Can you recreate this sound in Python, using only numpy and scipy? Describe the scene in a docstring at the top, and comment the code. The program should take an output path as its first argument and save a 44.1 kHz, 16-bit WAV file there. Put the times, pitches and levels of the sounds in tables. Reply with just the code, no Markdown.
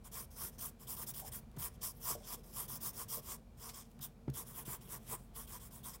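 """A desk in a quiet room: a soft graphite pencil draws short quick lines on paper, heard from close by.
Each stroke is noise from dense tiny slips of the tip, coloured as a hiss and ringing the shaft and sheet.
Ticks are very short broad scrapes; hollow knocks are small decaying rings, rough from rubbing.
Landings of the hand or tip ring the desk top and slap the sheet, and the hand's drag shakes the desk.
Shaped noise and wavering sine hums make the room underneath."""
import sys
import numpy as np
from scipy import signal
from scipy.fft import rfft, irfft, next_fast_len
from scipy.io import wavfile
from scipy.ndimage import uniform_filter1d, minimum_filter1d, map_coordinates

SR = 44100
rng = np.random.default_rng(int(sys.argv[2]) if len(sys.argv) > 2 else 0)


def makeup_ratio(level_db):
    """Linear amplitude ratio for a level in decibels (20 dB per factor of ten)."""
    decades = np.asarray(level_db, float) / 20
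    return 10 ** decades


def master(y):
    """Save y as 16-bit WAV."""
    cut = np.clip(np.atleast_2d(y).T, -1, 1)
    pcm = np.round(cut * 32767)  # scale
    wavfile.write(sys.argv[1], SR, pcm.astype(np.int16))


N = 264600  # length [samples]

# Pencil strokes: (fastest point [s], speed-up [ms], slow-down [ms], scrape level at the fastest point [dB],
# landing level relative to that [dB], extra ring of the shaft [dB])
STROKES = [(0.067, 31, 29, -57.0, -13, 2.5), (0.186, 73.5, 74, -47, -10.5, 0),
           (0.353, 51, 16, -64.5, 0, 0.5), (0.448, 93, 59, -45.0, -14.5, -2),
           (0.536, 33, 59, -71, -22.0, 5), (0.642, 63, 66, -45, -13, -2),
           (0.821, 33, 54, -60.0, -13.0, 2.5), (0.921, 56, 49, -44.5, -16, -2.5),
           (1.028, 70, 28, -44.5, -9.5, -3.5), (1.099, 39, 27, -43.5, -12.5, -3),
           (1.195, 61, 43, -46.5, -6, -1), (1.281, 59, 21, -49.5, -22.0, 1), (1.355, 41, 52, -47.0, -6, -2),
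           (1.653, 73.5, 40.5, -41.5, -10.5, -3.5), (1.754, 51, 18, -71.5, -19, 5.5),
           (1.85, 43, 77, -42.0, -20, -0.5), (1.97, 44, 58, -66, -23.0, -6.5),
           (2.097, 102, 66, -39.5, -24.5, 0), (2.235, 100, 13, -68.5, -7, 5.5),
           (2.333, 99, 35, -47.0, -19, 2), (2.382, 17, 48, -69.5, -16, 4), (2.519, 90, 44, -64.5, -4, -2),
           (2.599, 76, 72, -43.5, -16.5, -2.5), (2.756, 79, 33, -46.0, -5, -4),
           (2.864, 63, 54, -42.0, -13.5, -4), (3.016, 91, 38.5, -46.5, -17.5, 2),
           (3.141, 62.5, 69, -42.5, -16.5, -4), (3.322, 108, 51, -49, -21.5, 4),
           (3.657, 92, 80, -53.5, -24.0, 5), (3.783, 54, 58, -57, -5, 5),
           (3.843, 9.3, 73, -78, -17.5, 12.0), (3.916, 27, 119, -81, -10, 2.5),
           (4.038, 36, 43, -46.5, -21, -0.5), (4.384, 53.6, 62, -45.5, -16, -0.5),
           (4.487, 47, 97, -55.5, -23.0, -0.5), (4.589, 64, 53, -49.0, -20, 0.5),
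           (4.732, 84, 46, -48.0, -8.5, 2.5), (4.859, 54, 48, -64, 0.5, 0.5), (4.935, 69, 54, -48, -24, 1),
           (5.055, 75, 25, -69, -12.0, 3), (5.132, 75, 39, -45.0, -23, 2.5),
           (5.195, 32, 130, -71.5, -1.5, 5), (5.376, 41, 92, -48.5, -28, -0.5),
           (5.553, 88, 42, -53, -8.5, 6.5), (5.661, 69, 37, -57.5, -7, 3.5), (5.756, 55, 70, -57, -14, 3.5),
           (5.864, 38, 74, -48.5, -17, 0), (5.955, 26, 20, -57.5, 1, 6.5)]
# Colour of the tip's scrape: (frequency [Hz], relative density [dB per Hz])
TIP_COLOUR = [(1500, -31), (3900, -18.5), (6500, -12.5), (8100, -10), (9600, -1), (10500, 1.5),
              (11800, 2.5), (15800, 3.5), (16400, -74)]
# Modes of the shaft and the sheet under the tip, in five groups: (frequency [Hz], width [Hz], relative level [dB])
SHAFT_GROUPS = [
    [(350, 63, -5.5), (464, 23, -0.5), (604, 97, -9.5), (803, 320, -10), (994, 170, -3), (1139, 176, -6)],
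    [(1383, 260, 3), (2160, 900, -3)],
    [(3297, 560, 0)],
    [(5140, 900, 8), (6040, 2050, 3.5)],
    [(7310, 1400, -2), (9130, 1240, 0.5)],
]
# Usual level of each mode group: (level over the scrape [dB])
RING_DB = [-9, -17.5, -17.5, -11.5, -6.5]
# How far each mode group follows a stroke's extra ring: (share [ratio])
RING_SHARE = [1.09, 1.05, 0.94, 0.78, 0.87]
# How each mode group follows the push within a stroke: (power of relative strength [exponent])
PRESS_POWER = [0.35, -0.014, -0.37, -0.2, -0.027]
# Slow drift of the shaft's tone: (time [s], lowest group [dB], upper groups [dB])
TONE = [(0, -1, 1), (0.65, 0.5, 1), (0.92, 5, -2), (1.15, -6, 0.5), (1.6, 0.5, -1), (2.1, -1.5, 3),
        (2.6, 2.5, 0.5), (3.0, 0, 3.5), (3.65, 1.5, 0.5), (4.0, -3.5, 3.5), (4.55, 2.5, -3), (4.9, -1, -2),
        (5.15, 4, -5), (5.55, -1.5, -2.5), (6, 1.5, -1.5)]
# How far each mode group takes up that drift: (share of lowest [ratio], share of upper [ratio])
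TONE_SHARE = [(1, 0.11), (0.18, 0), (0, 0.045), (0.14, 1), (0, 0.15)]
# The tip touches down or catches: (time [s], drive level [dB], length [ms])
TICKS = [(1.515, -48.5, 1.3), (1.564, -53, 10), (2.206, -66, 3.3), (2.33, -52, 16), (3.689, -43.5, 16),
         (3.913, -60, 6), (3.991, -49, 2.4), (4.299, -47.5, 4.1), (4.811, -56, 4.9), (5.578, -54, 5)]
# Short hollow knocks: (time [s], drive level [dB], rise [ms], favoured pitch [Hz])
KNOCKS = [(1.218, -42, 7.9, 790), (1.245, -45, 1.9, 750), (2.151, -40, 1, 546), (2.205, -48.5, 4, 613),
          (2.379, -46, 8.1, 440), (3.171, -41.5, 7.1, 544)]
# Modes that the hollow knocks ring: (frequency [Hz], relative level [dB], t60 [s])
HOLLOW_MODES = [(458, -2, 0.15), (603.5, -0.5, 0.1), (768, 0, 0.08)]
# The hand or tip lands on the desk: (time [s], blow strength [dB], contact [ms])
THUDS = [(1.569, -50, 0.41), (1.572, -38, 3.64), (3.997, -42, 5.7), (4.277, -48.5, 0.67),
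         (4.2799, -33, 1.2), (4.294, -38, 1.5), (4.679, -43.5, 0.72)]
# Modes of the struck desk: (frequency [Hz], relative level [dB], t60 [s])
DESK_MODES = [(68.4, -14.5, 0.29), (131, 1, 0.15), (313, 9, 0.011), (900, -13, 0.032), (1410, -2, 0.0036)]
# The hand's drag shakes the desk: (time [s], desk top level [dB], legs level [dB])
SHAKE = [(0, -62.5, -63), (0.5, -61, -58.5), (0.85, -61, -68), (1.4, -58.5, -59.5), (1.901, -62, -62),
         (2.801, -58, -67), (3.5, -62, -60), (4.2, -61.5, -70), (4.5, -59, -72), (5.1, -58.5, -67),
         (5.4, -61.5, -65.5), (6, -60.5, -66.5)]
# Modes of the desk top under the sliding hand: (frequency [Hz], width [Hz], relative level [dB])
DRAG_MODES = [(125.8, 30.5, 3), (223.4, 13.2, -7), (351, 183, -15)]
# Colour of the room noise: (frequency [Hz], relative density [dB per Hz])
ROOM_COLOUR = [(59, -44), (100, -10.5), (146, -8.5), (173, -8.5), (201, -4.5), (243, -6.5), (282, -18.5),
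               (404, -28.5), (479, -17.5), (591, -24), (657, -20), (1930, -41.5), (4050, -40), (5120, -42),
               (15700, -45)]
# Hums in the room: (frequency [Hz], usual peak level [dB], waver rate [knots per s], waver depth [dB])
HUM = [(43.1, -60.5, 2.95, -2), (60.1, -71, 2.94, 6), (81.6, -79.5, 5, -1.5), (232.4, -67.5, 6.8, 3),
       (454, -74.5, 11, 3), (2370, -89, 250, 5)]


def unit(x):
    """Scales a signal to rms 1."""
    return x / np.sqrt(np.mean(x ** 2) + 1e-20)


def filtered(x, response):
    """Shapes a signal by a complex response of frequency."""
    m = next_fast_len(N + SR // 2)
    return irfft(rfft(x, m) * response(np.fft.rfftfreq(m, 1 / SR)), m)[:N]


def colour(points):
    """Gain curve through frequency and dB points on a log frequency axis."""
    hz, db = np.transpose(points)
    return lambda f: makeup_ratio(np.interp(np.log(f + 1), np.log(hz + 1), db))


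def modes(table):
    """Response of causal resonances summed with alternating signs."""
    def response(f):
        total = 0
        for k, (hz, width, db) in enumerate(table):
            total = total + (-1) ** k * makeup_ratio(db) * 1j * f * width / (hz * hz - f * f + 1j * f * width)
        return total
    return response


def wobble(rate):
    """Smooth random curve with the given number of knots a second."""
    knots = rng.standard_normal(int(N * rate / SR) + 4)
    return map_coordinates(knots, [np.arange(N) * rate / SR])


def strokes():
    """Scrape amplitude: each stroke lands, speeds up to its peak, slows and lifts."""
    lift_db = -18.5  # under the fastest point
    edge_s = 0.009  # the tip meets and leaves the sheet
    power = np.zeros(N)
    for peak, up_ms, down_ms, peak_db, land_db, _ in STROKES:
        land, lift = peak - up_ms / 1000, peak + down_ms / 1000
        span = slice(int(land * SR), int(lift * SR))
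        t = np.arange(N)[span] / SR
        rise = np.sin(np.pi / 2 * np.clip((t - land) / (peak - land), 0, 1))
        fall = np.sin(np.pi / 2 * np.clip((lift - t) / (lift - peak), 0, 1))
        db = peak_db + np.where(t < peak, land_db * (1 - rise), lift_db * (1 - fall))
        edge = np.clip(np.minimum(t - land, lift - t) / edge_s, 0, 1)
        power[span] += (makeup_ratio(db) * edge) ** 2
    return np.sqrt(power)


def slips(spread_db, clump_db, clump_rate):
    """Sizes of dense micro-slips, uneven and clumped by the paper's tooth."""
    return makeup_ratio(spread_db * rng.standard_normal(N) + clump_db * wobble(clump_rate))


def patchy(x, depth_db, broad_db=1.5):
    """The contact patch keeps changing, so narrow and broad bands swell and fade on their own; rms is 1."""
    z = signal.stft(x, nperseg=256)[2]

    def field(bins, frames):
        across = uniform_filter1d(rng.standard_normal(z.shape), bins, axis=0)
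        return unit(uniform_filter1d(across, frames, axis=1))
    gain = makeup_ratio(depth_db * field(bins=5, frames=9) + broad_db * field(bins=12, frames=40))
    return unit(signal.istft(z * gain, nperseg=256)[1][:N])


def pencil():
    """The slips radiate from the tip and ring the modes, more in some strokes than in others."""
    size = slips(spread_db=3.5, clump_db=1.0, clump_rate=370)
    scrape = filtered(size * rng.standard_normal(N), colour(TIP_COLOUR))
    sound = patchy(scrape, depth_db=1.2)
    strength, t = strokes(), np.arange(N) / SR

    # The hand bears down hardest a little after the fastest point
    press_lag_ms = 12
    nearby_peak = uniform_filter1d(-minimum_filter1d(-strength, size=SR // 8), size=SR // 30)
    relative = np.clip(strength / (nearby_peak + 1e-9), 0.1, 1)
    press = np.roll(relative, round(press_lag_ms * SR / 1000))

    fastest, *_, ring_db = np.transpose(STROKES)
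    stroke_db = np.interp(t, fastest, ring_db)
    tone_s, *tone = np.transpose(TONE)
    low_db, upper_db = [np.interp(t, tone_s, column) for column in tone]
    groups = zip(SHAFT_GROUPS, RING_DB, RING_SHARE, TONE_SHARE, PRESS_POWER)
    for group, db, share, (low, upper), power in groups:
        top_hz = group[-1][0]
        steep = modes([(top_hz, top_hz, 0)])  # steepens the skirts of the group
        ring = filtered(size * rng.standard_normal(N), lambda f: modes(group)(f) * steep(f))
        level_db = db + share * stroke_db + low * low_db + upper * upper_db
        sound = sound + makeup_ratio(level_db) * press ** power * patchy(ring, depth_db=2.26)
    return strength * sound


def ticks():
    """A touch-down or a catch of the tip is a very short broad scrape."""
    out, t = np.zeros(N + SR), np.arange(3000) / SR
    for s, db, ms in TICKS:
        envelope = (1 - np.exp(-t / 0.0014)) * np.exp(-(t * 1000 / ms) ** 2)
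        out[round(s * SR):][:len(t)] += makeup_ratio(db) * envelope * rng.standard_normal(len(t))
    # Low cut at 2 kHz, high cut at 12 kHz
    return filtered(out[:N], lambda f: 1j * f / (2000 + 1j * f) / (1 + 1j * f / 12000))


def knocks():
    """Small muffled rings, rough from rubbing; each knock favours the modes near one pitch."""
    focus_db = 62  # a mode one octave from the favoured pitch is this much weaker
    out, t = np.zeros(N + SR), np.arange(SR // 4) / SR
    for s, db, rise_ms, favoured_hz in KNOCKS:
        for hz, mode_db, t60 in HOLLOW_MODES:
            smooth = uniform_filter1d(rng.standard_normal(len(t)), size=200)
            drift = unit(uniform_filter1d(smooth, size=200))  # roughens the phase
            ring = np.sin(2 * np.pi * hz * t + 0.75 * drift + 6 * rng.random())
            ring = ring * (1 - np.exp(-t * 1000 / rise_ms))
            off_pitch_db = focus_db * np.log2(hz / favoured_hz) ** 2
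            out[round(s * SR):][:len(t)] += makeup_ratio(db + mode_db - off_pitch_db - 60 * t / t60) * ring
    return out[:N]


def reverb(x, t60):
    """A short damped room tail: decaying noise, dulled above 6 kHz, after a brief delay."""
    delay = 200  # samples
    t = np.arange(SR // 3) / SR
    decay = rng.standard_normal(len(t)) * makeup_ratio(-60 * t / t60)
    padded = np.pad(decay, (delay, N - len(t) - delay))
    tail = filtered(padded, lambda f: 1 / (1 + 1j * f / 6000))
    return signal.fftconvolve(x, tail[:len(t)] / np.linalg.norm(tail))[:N]


def desk():
    """Soft blows ring the desk top and slap the sheet on it, and the hand's drag shakes it."""
    blows, slaps, t = np.zeros(N + SR), np.zeros(N + SR), np.arange(SR // 3) / SR
    for s, db, contact_ms in THUDS:
        push = np.sin(np.pi * np.clip(t * 1000 / contact_ms, 0, 1)) ** 2  # one smooth push
        blows[round(s * SR):][:len(t)] += makeup_ratio(db) * push / push.sum()
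        slaps[round(s * SR):][:len(t)] += makeup_ratio(db - 3.5 - 60 * t / 0.045) * rng.standard_normal(len(t))
    ring = np.zeros(len(t))
    for k, (hz, db, t60) in enumerate(DESK_MODES):
        ring += (-1) ** (k + 1) * makeup_ratio(db - 60 * t / t60) * np.sin(2 * np.pi * hz * t)
    thud = signal.fftconvolve(blows, ring)[:N]
    slap = filtered(slaps[:N], lambda f: modes([(750, 1100, 0)])(f) ** 2)

    # The drag grows with the scrape, by a power of its smoothed strength
    drag_follows, smooth_s = 0.29, 0.13
    smoothed = uniform_filter1d(strokes(), size=round(smooth_s * SR))
    effort = (smoothed + makeup_ratio(-74)) ** drag_follows
    drag = unit(effort * filtered(rng.standard_normal(N), modes(DRAG_MODES)))
    legs = unit(filtered(rng.standard_normal(N), lambda f: modes([(70, 35, 0)])(f) ** 2))
    shake_s, *levels = np.transpose(SHAKE)
    top_gain, legs_gain = [makeup_ratio(np.interp(np.arange(N) / SR, shake_s, db)) for db in levels]
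    return thud + slap + top_gain * drag + legs_gain * legs


def room():
    """Steady room noise with a few sine hums that waver in level and phase."""
    t = np.arange(N) / SR
    air = makeup_ratio(-63.5) * unit(filtered(rng.standard_normal(N), colour(ROOM_COLOUR)))
    hums = np.zeros(N)
    for hz, db, rate, waver_db in HUM:
        level = makeup_ratio(db + waver_db * wobble(rate))
        hums += level * np.sin(2 * np.pi * hz * t + 0.58 * wobble(rate) + 6 * rng.random())
    return air + hums


def scene():
    """Pencil, ticks and knocks with their room tail, over the desk and the room."""
    near = pencil() + ticks() + knocks()
    tail = makeup_ratio(-17) * reverb(near, t60=0.18)
    return (near + tail + desk() + room())[None]


def low_pass(x):
    """Removes everything above the highest recorded frequency."""
    return signal.sosfilt(signal.butter(12, 16430, fs=SR, output="sos"), x)


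def record(dry):
    """Delivers the finished mix."""
    return low_pass(dry)


dry = scene()
out = record(dry)
master(out)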